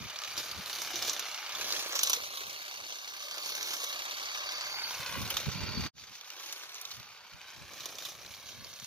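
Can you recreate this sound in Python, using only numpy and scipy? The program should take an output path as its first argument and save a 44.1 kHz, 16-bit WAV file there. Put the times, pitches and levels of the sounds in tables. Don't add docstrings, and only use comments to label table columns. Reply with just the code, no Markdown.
import sys
import numpy as np
from scipy import signal
from scipy.io import wavfile
from scipy.ndimage import uniform_filter1d, map_coordinates

SR = 44100
rng = np.random.default_rng(int(sys.argv[2]) if len(sys.argv) > 2 else 0)


def volts_from_decibels(level):
    exponent = np.asarray(level, float) / 20
    return 10 ** exponent


def wav_out(sig):
    wavfile.write(sys.argv[1], SR, np.round(np.clip(np.atleast_2d(sig).T, -1, 1) * 32767).astype(np.int16))


N = 390726
TIME = np.arange(N) / SR
COARSE = TIME[::64]

# (time [s], gear head level [dB], open-view brightness [dB], gear mesh level [dB])
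RAKE = [(0, -48, 0, -64), (.67, -48.5, 4.5, -62), (1.08, -46.5, -0.5, -79), (2.04, -44.5, 3, -49),
        (2.6, -50, 3, -57), (2.94, -52, 0, -62.5), (3.5, -47.5, 3.5, -51), (4.13, -45.5, 0.5, -60.5),
        (4.54, -45, -2.5, -49.5), (4.82, -45.5, 1.5, -49.5), (5.2, -45.5, 7, -53), (5.56, -48, 0, -55.5),
        (5.9, -46, -1.5, -46.5), (5.93, -62, -3, -69), (6.48, -52.5, 1.5, -69), (7.2, -57, 1, -70.5),
        (7.92, -55, 2, -89), (8.5, -58.5, 3, -63)]
# (time [s], speed [strokes/s])
SPEED = [(0, 33.34), (.8, 34.58), (1.2, 33.35), (1.8, 29.32), (2.4, 32.73), (3.0, 33.73), (3.6, 31.45),
         (4.0, 34.01), (4.8, 32.45), (5.4, 34.5), (6.2, 32.8), (6.4, 30.15), (6.6, 32.2), (7.0, 33.74),
         (7.8, 31.85), (8.0, 30.2), (8.2, 33.23)]
FIRST_STROKE = -.4
# (place [strokes], level [dB])
SWING = [
    (0.199, -5.5),
    (0.417, -8),
    (0.866, 0.5),
    (1.202, -11),
    (1.465, -6.5),
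    (1.901, 0),
]
# (frequency [Hz], density [dB per Hz])
HOUSING = [(250, -38), (450, -9.5), (600, -12), (800, -4.5), (1200, -0.5), (1900, -4.5), (2400, -0.5),
           (3300, -5.5), (4500, -5), (6500, -15), (8000, -24.5), (16000, -66.5)]
CRANK_DB, CRANK_T60 = -5, .012
# (share of mesh frequency [ratio], width [Hz], level over the gear head [dB])
MOTOR = [(.131, 28, -18.5), (.265, 40, -13.5), (.53, 150, -16)]
# (deepest time [s], half length [s], sag [Hz])
LOADS = [(0.8, 0.36, 355.3), (1.155, .3, 102), (2.048, 0.35, 495.6), (2.422, 0.24, 478.3),
         (2.841, 0.2, 80.2), (3.0, 0.92, 80.2), (3.085, 0.21, 89.5), (3.501, 0.14, 120.5),
         (3.746, 0.31, 482), (4.107, 0.29, 60.65), (5.101, .3, 399.4), (5.379, 0.25, 422),
         (5.773, 0.27, 44.2), (6.559, 0.51, 382.4), (7.292, 0.41, 49.73), (8.041, 0.61, 442.7),
         (8.699, .5, 261)]
FREE_HZ = 4606
MESH_LOSS_DB_PER_KHZ = 20
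WOBBLE, JITTER, FLUTTER_DB = .0065, .004, 3.2
# (peak time [s], rise [s], fall [s], leaf level [dB], limb level [dB])
PASSES = [(.03, 0.12, 0.33, -46, -65), (.39, 0.037, 0.12, -37, -46.5), (1.08, 0.75, 0.32, -38, -49),
          (1.62, 0.15, 1, -36, -49.5), (2.04, 0.23, 0.35, -36.5, -53), (2.499, 0.33, 0.12, -59, -61),
          (2.86, 0.18, 0.27, -41.5, -57.5), (3.2, 0.94, 0.37, -60, -86), (3.66, 0.66, 1, -39.5, -54),
          (4.54, 0.24, 0.56, -51, -61), (5.0, 0.95, 0.17, -44.5, -60), (5.35, 0.63, 0.66, -44, -54.5),
          (5.849, 0.11, .05, -50, -60), (6.48, 0.48, 0.5, -49, -64), (6.85, 0.74, 0.25, -48.5, -70),
          (7.6, 0.24, .05, -81, -67), (7.92, 0.55, 0.71, -48, -56.5), (8.55, 0.72, 1, -51.5, -63.5),
          (8.87, 0.055, 0.066, -39, -86)]
PASS_DROP_DB, LIMB_DROP_DB = 14.5, 19
LEAF_REST_DB, LIMB_REST_DB, FIZZ_DB = -5, -25, -9
FIZZ_SHARE = 0.8
# (frequency [Hz], density [dB per Hz])
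LEAVES = [(800, -27), (2000, -12.5), (3700, 0), (5000, -4), (6000, 2), (6900, -5.5), (8000, -20.5),
          (10000, -29.5)]
# (frequency [Hz], density [dB per Hz])
FIZZ = [(6500, -24.5), (8200, -2.5), (10000, 3.5), (12500, 4.5), (15300, 3), (16500, -1)]
# (frequency [Hz], density [dB per Hz])
LIMBS = [(120, -22.5), (230, -14.5), (350, 1.5), (520, 2), (800, -5.5), (1500, -41)]
# (time [s], peak [dB], top band over the peak [dB])
CLACKS = [(0.818, -20, -11.5), (0.9573, -18.5, -15), (1.076, -21, -10), (1.0958, -15, -25),
          (1.132, -19.5, -11), (1.1945, -17, -10), (1.3449, -25, -23), (1.9235, -22, -12),
          (1.991, -12, -21), (2.0332, -8.5, 2.5), (2.072, -13, -21), (2.0971, -12, -6), (2.1015, -15, -18),
          (2.1316, -8.5, -11.5), (2.1364, -16, -22), (3.5505, -26, -7), (3.628, -21, -12),
          (3.84, -19.5, -9), (6.5253, -21, -10.5), (6.813, -27, -4.5), (7.8565, -20.5, -10)]
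CLACK_HZ, CLACK_T60 = 5890, 0.038
# (time [s], peak [dB], ring [Hz])
TWIGS = [(0.101, -29, 2980), (0.160, -26, 3970), (0.2469, -24.5, 3700), (0.2736, -27, 2550),
         (0.5125, -22.5, 4570), (0.6594, -26, 4030), (0.73, -26.5, 4570), (1.4925, -26.5, 3430),
         (1.55, -21.5, 3520), (1.61, -19, 2540), (2.164, -23, 4050), (2.372, -22.5, 3810),
         (3.3105, -23, 3540), (3.93, -28, 4167), (4.0527, -25, 3540), (4.1686, -29, 3770),
         (4.229, -30, 4420), (4.609, -23, 4740), (5.3028, -16, 3140), (5.3681, -12.5, 3646),
         (5.69, -32, 4050), (5.806, -30, 4285), (6.4874, -33, 2778), (6.9126, -26, 4360),
         (7.804, -27, 3740), (7.9841, -26.5, 3620)]
TWIG_TOP_DB, TWIG_T60 = -19.5, 0.056
# (time [s], peak [dB], ring [Hz])
TICKS = [(0.0403, -35, 2530), (0.1884, -25, 5100), (0.2179, -22, 3090), (0.2364, -20, 3720),
         (0.3047, -30, 4600), (0.3341, -31, 2770), (0.4514, -37, 4610), (0.7854, -24, 4220),
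         (0.9423, -26, 4460), (1.0241, -14, 5250), (1.3139, -26, 3000), (1.3763, -28, 3160),
         (1.724, -13, 4460), (2.0584, -21, 5890), (2.587, -33, 3410), (2.6509, -28, 3170),
         (2.7117, -26.5, 3800), (3.0135, -42, 4530), (3.0784, -27, 4090), (3.1343, -37, 4400),
         (3.1936, -34, 4480), (3.3812, -19, 3780), (3.4326, -27, 4400), (3.4625, -33, 3610),
         (3.5773, -25, 4550), (3.9918, -22.5, 4100), (4.1101, -23, 3980), (4.14, -28.5, 3360),
         (4.4653, -29, 4460), (4.5211, -28, 4700), (5.2759, -21.5, 2800), (5.6314, -39, 4550),
         (6.0057, -45, 4490), (6.0362, -51, 4590), (6.0955, -34, 2990), (6.1539, -37, 3020),
         (6.2108, -29, 3530), (6.3026, -24.5, 2850), (6.3669, -35, 3960), (6.4338, -29, 2500),
         (6.6934, -28, 3700), (6.7441, -29, 6470), (6.8523, -21, 4020), (6.998, -31, 4570),
         (7.1756, -39, 4720), (7.3347, -33, 3040), (7.6525, -46, 4460), (7.7348, -31, 5820),
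         (7.888, -31, 5400), (7.9264, -42, 5300), (7.9538, -30, 5340), (8.2157, -35, 5680),
         (8.2621, -29, 4200), (8.3115, -34, 3520), (8.3464, -31, 4390), (8.6453, -28, 4720),
         (8.737, -31, 5570), (8.7984, -28, 6000), (8.8448, -25.5, 6610)]
TICK_TOP_DB, TICK_T60 = -17.5, 0.024
# (time [s], peak [dB], ring [Hz], decay T60 [s])
SLIDES = [
    (.376, -20.5, 4800, 0.15),
    (0.482, -31, 4550, 0.15),
    (0.752, -25.5, 4330, 0.055),
    (1.953, -15.5, 5580, .13),
    (3.733, -20.5, 5550, 0.12),
    (8.05, -24.5, 3680, 0.11),
]
SLIDE_TOP_DB = -13.5
SNAP_T60 = .06
RING_DB, UNDERTONE, UNDERTONE_DB = 1, .635, -5
# (time [s], peak [dB], ring [Hz])
THUDS = [(0.376, -44, 222), (0.939, -34, 356), (1.08, -32, 476), (1.599, -56, 550), (1.949, -33.5, 540),
         (2.172, -33.5, 488), (2.409, -40, 397), (2.787, -45, 580), (3.385, -43, 585), (3.629, -52, 580),
         (3.833, -35.5, 483), (7.814, -48, 590)]
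# (peak time [s], rise [s], fall [s], level [dB])
GUSTS = [(0, .1, 0.14, -43), (.39, 0.32, 0.13, -60), (.6, 0.21, 0.077, -50), (1.0, 1.2, .4, -62.5),
         (1.58, 0.11, .6, -64), (2.21, 0.062, 0.13, -58), (2.47, 0.11, 0.11, -62), (2.82, .12, 0.084, -66),
         (3.76, .85, .38, -75), (5.0, 0.13, 0.26, -56), (5.2, 0.11, 0.2, -37), (5.48, 0.036, 0.056, -34),
         (5.63, 0.34, 0.31, -41), (5.8, 0.14, 0.19, -35), (6.11, 0.057, 0.026, -58),
         (6.98, 0.095, 0.2, -56), (7.35, 0.049, 0.037, -54), (7.61, 0.15, 0.31, -57), (8.3, 2, 0.88, -63.5),
         (8.61, 0.18, 0.23, -51.5), (8.83, 0.091, 0.028, -58), (4.9, 1.3, 0.21, -65)]
GUST_DROP_DB, CALM_DB = 23.5, -83.5
# (frequency [Hz], density [dB per Hz])
GUST = [(15, -34), (25, -82), (65, 0), (141, -1.5), (257, -8.5), (308, -16.5), (395, -13.5), (430, -18),
        (700, -45), (910, -37), (1540, -120)]
PORT_WIND_DB = [
    [0],
    [2],
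]
# (time [s], peak [dB], frequency [Hz], left minus right [dB])
PUFFS = [(0.589, -43, 152.4, 0), (4.993, -45, 104, -14), (5.2, -39, 230, 2), (5.467, -31, 144, 13),
         (5.55, -34.5, 143.7, -3), (5.679, -40, 87, -6), (5.787, -40, 121.6, -1.5), (5.849, -36.5, 252, -3),
         (6.971, -61, 91.2, -5), (7.335, -55.5, 131, 5), (7.613, -49, 142, 11)]
# (time [s], delay [ms])
GROUND = [(0, 1.64), (1.3, 1.7), (3.3, 1.81), (4.2, 1.73), (5, 1.89), (5.5, 2.1), (5.9, 2.07), (5.95, 3.5),
          (6.2, 4.24), (6.8, 2.85), (7.4, 1.97), (7.6, 1.77), (8, 1.57), (8.6, 1.83)]
NET_MS, NET_DB, SOIL_DB = 1.29, -18, -13.5
# (time [s], delay [ms])
LATE = [(0.1, 0.051), (1.1, -0.0071), (1.9, 0.12), (2.3, 0.28), (3.7, 0.17), (4.1, 0.26), (4.7, 0.17),
        (5.1, -0.049), (6.1, -0.048), (6.7, -0.11), (7.1, -0.052), (8.7, 0.043)]
# (frequency [Hz], share [ratio])
DIRECT = [(200, .92), (500, .97), (1300, .84), (3000, .66), (5500, .55), (9000, .3), (14000, .25)]
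# (frequency [Hz], left minus right [dB])
TILT = [(60, 11), (180, 0.5), (550, -1.5), (1650, 1.5), (4970, -2.5), (15000, 1)]
EDGE_HZ = 15550
CUT_S, FADE_OUT_S, FADE_IN_S, FADE_POWER = 5.917, .05, .062, 2.5
SILENT_S = .006


def stroke_count():
    s, per_s = np.transpose(SPEED)
    speed = per_s[np.searchsorted(s, TIME, "right") - 1]
    return FIRST_STROKE + np.cumsum(speed) / SR


def knocks(loose=.03, spread_db=1.6):
    count, train = stroke_count(), np.zeros(N)
    swings = np.arange(0, count[-1] - 2, 2)
    for place, db in SWING:
        chance = rng.standard_normal((len(swings), 2))
        at = np.searchsorted(count, swings + place + loose * chance[:, 0])
        train[np.clip(at, 0, N - 1)] += volts_from_decibels(db + spread_db * chance[:, 1])
    return train


def gear_head(train):
    grind = grains(1500, 1.0, 0.0042)
    drive = evened(bursts(train, 0.069)) + volts_from_decibels(-1.0) * grind
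    return volts_from_decibels(gear_head_db() + 3.0 + 0.21 * slow(4.5)) * colour(drive, HOUSING)


def crank(train):
    click = evened(band(bursts(train ** 2, CRANK_T60), 1500, 5500))
    return volts_from_decibels(gear_head_db() + CRANK_DB + 1.64 * slow(2.25)) * click


def mesh_hz():
    s, half, sag = np.transpose(LOADS)[:, :, None]
    dips = sag * np.cos(np.pi / 2 * np.clip((COARSE - s) / half, -1, 1)) ** 2
    return FREE_HZ - np.interp(TIME, COARSE, dips.sum(axis=0))


def whine():
    mesh = mesh_hz()
    wobble = WOBBLE * np.sin(2 * np.pi * stroke_count())
    hz = mesh * (1 + wobble + JITTER * slow(62.4) + .002 * slow(5.86))
    db = curve(RAKE, column=3) - MESH_LOSS_DB_PER_KHZ * (FREE_HZ - mesh) / 1000
    return volts_from_decibels(db + 9.5 + FLUTTER_DB * slow(44)) * np.sin(2 * np.pi * np.cumsum(hz) / SR)


def motor():
    turns = np.cumsum(mesh_hz()) / SR
    total = np.zeros(N)
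    for share, width_hz, db in MOTOR:
        rough = slow(width_hz / 2) + 1j * slow(width_hz / 2)
        total += (volts_from_decibels(db) * rough * np.exp(2j * np.pi * share * turns)).real
    return volts_from_decibels(gear_head_db()) * total


def strikes():
    view = curve(RAKE, column=2)
    clacks = [(s, db, CLACK_HZ, top, CLACK_T60) for s, db, top in CLACKS]
    twigs = [(s, db, hz, TWIG_TOP_DB + 1.97 * view[round(s * SR)], TWIG_T60) for s, db, hz in TWIGS]
    ticks = [(s, db, hz, TICK_TOP_DB, TICK_T60) for s, db, hz in TICKS]
    slides = [(s, db, hz, SLIDE_TOP_DB, t60) for s, db, hz, t60 in SLIDES]
    return clacks + twigs + ticks + slides


def cracks():
    out, t = np.zeros((2, N)), np.arange(4000) / SR
    attack = np.minimum(t / 0.00075, 1)
    for s, db, hz, top_db, t60 in strikes():
        z = rng.standard_normal((3, len(t)))
        sharp = min(SNAP_T60 / t60, 1) ** 2
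        turns = 2 * np.pi * hz * t
        body = evened(band(z, hz / 1.126, hz * 1.137))
        body = body + 2.04 * evened(band(z, 2920, 7230)) + 0.61 * evened(band(z, 970, 1520))
        body = body + volts_from_decibels(RING_DB) * sharp * np.sin(turns)
        if hz == CLACK_HZ:
            body = body + volts_from_decibels(UNDERTONE_DB) * np.sin(UNDERTONE * turns)
        sound = body + volts_from_decibels(min(top_db, -7) + 14.5) * evened(band(z, 7700, 13700))
        snap = volts_from_decibels(-3 - 60 * (t / 0.002) ** 2) * sound[0] * sharp
        tails = volts_from_decibels(-9.5 - 60 * t / np.clip(t60, .015, .3)) * (sound[0] + sound[1:])
        late = np.interp(s, *np.transpose(LATE)) / 2000
        for port, tail, side in zip(out, tails, (1, -1)):
            add(port, s + side * late, volts_from_decibels(db - 12 - 0.99 * side) * attack * (snap + tail))
    return out


def leaves(train):
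    shaken = evened(bursts(train, 0.05))
    scrape = colour(volts_from_decibels(2) * shaken + grains(2500, 2.4, .004), LEAVES)
    fizz = colour(volts_from_decibels(-3) * shaken + grains(3000, 3.6, .005), FIZZ)
    flurry, head_db = slow(6.9), gear_head_db()
    stir_db = swells([row[:-1] for row in PASSES], PASS_DROP_DB, head_db + LEAF_REST_DB)
    fizz_db = FIZZ_SHARE * stir_db + (1 - FIZZ_SHARE) * head_db + FIZZ_DB + curve(RAKE, column=2)
    return volts_from_decibels(stir_db + 1.9 * flurry) * scrape + volts_from_decibels(fizz_db + 2 + 1.66 * flurry) * fizz


def limbs(train):
    drive = evened(bursts(train, 0.039)) + grains(300, 3, .02)
    shakes = [(s, rise, fall, db) for s, rise, fall, _, db in PASSES]
    level_db = swells(shakes, LIMB_DROP_DB, gear_head_db() + LIMB_REST_DB)
    return volts_from_decibels(level_db) * colour(drive, LIMBS)


def thuds():
    out = np.zeros(N)
    for s, db, hz in THUDS:
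        add(out, s, ring(db, hz, 0.045, 0.0041))
    return out


def wind():
    lumps = [colour(rng.standard_normal(N), GUST) * volts_from_decibels(3.6 * slow(26.4)) for _ in range(2)]
    out = volts_from_decibels(swells(GUSTS, GUST_DROP_DB, CALM_DB) + PORT_WIND_DB) * evened(np.array(lumps))
    for s, db, hz, pan_db in PUFFS:
        add(out[0], s, -ring(db + 10 + pan_db / 2, hz, 0.026, 0.0045))
        add(out[1], s + .004, ring(db + 9 - pan_db / 2, 1.21 * hz, 0.053, 0.0051))
    return out


def ground(x):
    low = band(x, 300, 4500)
    soil_s = curve(GROUND, column=1) / 1000
    net_s = NET_MS * (1 + .04 * slow(.8)) / 1000
    soil = map_coordinates(low, [(TIME - soil_s) * SR], order=3)
    net = map_coordinates(low, [(TIME - net_s) * SR], order=3)
    return x + volts_from_decibels(SOIL_DB + 4.6 * slow(2.5)) * soil + volts_from_decibels(NET_DB + 5 * slow(1.44)) * net


def ports(x, t60=0.064):
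    hz, s, z = signal.stft(x, SR, nperseg=256, noverlap=192)
    hold = np.exp(-2 * np.log(1000) * s[1] / t60)
    lingering = np.sqrt(signal.lfilter([1 - hold], [1, -hold], abs(z) ** 2, axis=1))
    hiss = signal.stft(rng.standard_normal((2, N)), SR, nperseg=256, noverlap=192)[2]
    scattered = lingering * evened(abs(hiss)) * np.exp(1j * np.angle(hiss))
    share = np.clip(read(DIRECT, hz), 0, 1)[:, None]
    late_s = np.interp(s, *np.transpose(LATE)) / 1000
    turn = np.exp(-1j * np.pi * np.outer(hz, late_s))
    straight = z * np.array([turn, 1 / turn])
    pair = np.sqrt(share) * straight + np.sqrt(1 - share) * scattered
    pair *= volts_from_decibels(np.multiply.outer([.5, -.5], read(TILT, hz)))[:, :, None]
    return signal.istft(pair, SR, nperseg=256, noverlap=192)[1][:, :N]


def thrifty(x, mask_db=-12.5, fickle_db=4.5):
    hz, s, z = signal.stft([x[0] + x[1], x[0] - x[1]], SR, nperseg=1024, noverlap=512)
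    power, low_hz = abs(z) ** 2, hz[:512, None]
    narrow = power[:, :512].reshape(2, 64, 8, -1).mean(2)
    whim = evened(uniform_filter1d(rng.standard_normal(narrow.shape), size=3, axis=2))
    narrow = np.repeat(narrow * volts_from_decibels(2 * fickle_db * whim), 8, axis=1)
    both = power.mean(0)[:512]
    near = uniform_filter1d(both, size=50, axis=0)
    far = uniform_filter1d(both, size=150, axis=0, origin=30)
    wide = np.where(low_hz < 3300, volts_from_decibels(4) * near, np.where(low_hz < 7000, .3, 1) * far)
    masked = (narrow < volts_from_decibels(2 * mask_db) * wide) & (low_hz > 1500)
    z[:, :512] *= np.where(masked, .003, 1)
    total, difference = signal.istft(z, SR, nperseg=1024, noverlap=512)[1][:, :N]
    return np.array([total + difference, total - difference]) / 2


def scene_change():
    away = np.where(TIME < CUT_S, (CUT_S - TIME) / FADE_OUT_S, (TIME - CUT_S) / FADE_IN_S)
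    silent = SILENT_S / FADE_OUT_S
    return np.clip((away - silent) / (1 - silent), 0, 1) ** FADE_POWER


def evened(x):
    return x / np.sqrt(np.mean(x ** 2) + 1e-20)


def read(points, hz):
    f, value = np.transpose(points)
    return np.interp(np.log(hz + 1), np.log(f + 1), value)


def curve(rows, column):
    rows = np.vstack(rows)
    return np.interp(TIME, rows[:, 0], rows[:, column])


def gear_head_db():
    return curve(RAKE, column=1)


def add(mix, s, sound):
    part = mix[round(s * SR):][:len(sound)]
    part += sound[:len(part)]


def colour(x, points):
    log_gain = np.log(volts_from_decibels(read(points, abs(np.fft.fftfreq(4096, 1 / SR)))))
    minimum_phase = np.exp(np.conj(signal.hilbert(log_gain)))
    taps = np.fft.ifft(minimum_phase).real[:2048]
    return evened(signal.oaconvolve(x, taps)[:N])


def band(x, lo_hz, hi_hz):
    sos = signal.butter(2, [lo_hz, min(hi_hz, SR / 2.1)], "band", fs=SR, output="sos")
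    return signal.sosfilt(sos, x)


def slow(hz):
    sos = signal.butter(2, hz, fs=SR, output="sos")
    return evened(signal.sosfilt(sos, rng.standard_normal(N)))


def bursts(clicks, t60):
    decay = np.exp(-np.log(1000) / (t60 * SR))
    return signal.lfilter([1], [1, -decay], clicks) * rng.standard_normal(N)


def grains(per_s, spread_db, t60):
    size = volts_from_decibels(spread_db * np.minimum(rng.exponential(1, N), 5))
    return evened(bursts(size * (rng.random(N) < per_s / SR), t60))


def ring(db, hz, t60, rise):
    t = np.arange(6000) / SR
    return volts_from_decibels(db - 60 * t / t60) * np.minimum(t / rise, 1) * np.sin(2 * np.pi * hz * t)


def swells(rows, drop_db, rest_db):
    s, rise, fall, db = np.transpose(rows)[:, :, None]
    away = np.where(COARSE < s, (s - COARSE) / rise, (COARSE - s) / fall)
    power = np.interp(TIME, COARSE, volts_from_decibels(2 * (db - drop_db * away)).sum(axis=0))
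    return 10 * np.log10(power + volts_from_decibels(2 * rest_db))


def scene():
    train = knocks()
    machine = gear_head(train) + crank(train) + motor() + whine()
    tree = leaves(train) + limbs(train) + thuds()
    return ports(ground(machine + tree)) * volts_from_decibels(-0.08) + cracks() + wind()


def band_limit(x):
    return signal.sosfilt(signal.butter(12, 16660, fs=SR, output="sos"), x)


def record(dry):
    limited = signal.oaconvolve(dry, signal.firwin(255, EDGE_HZ, fs=SR)[None], "same")
    mix = thrifty(limited) * scene_change()
    return band_limit(mix)


dry = scene()
out = record(dry)
wav_out(out)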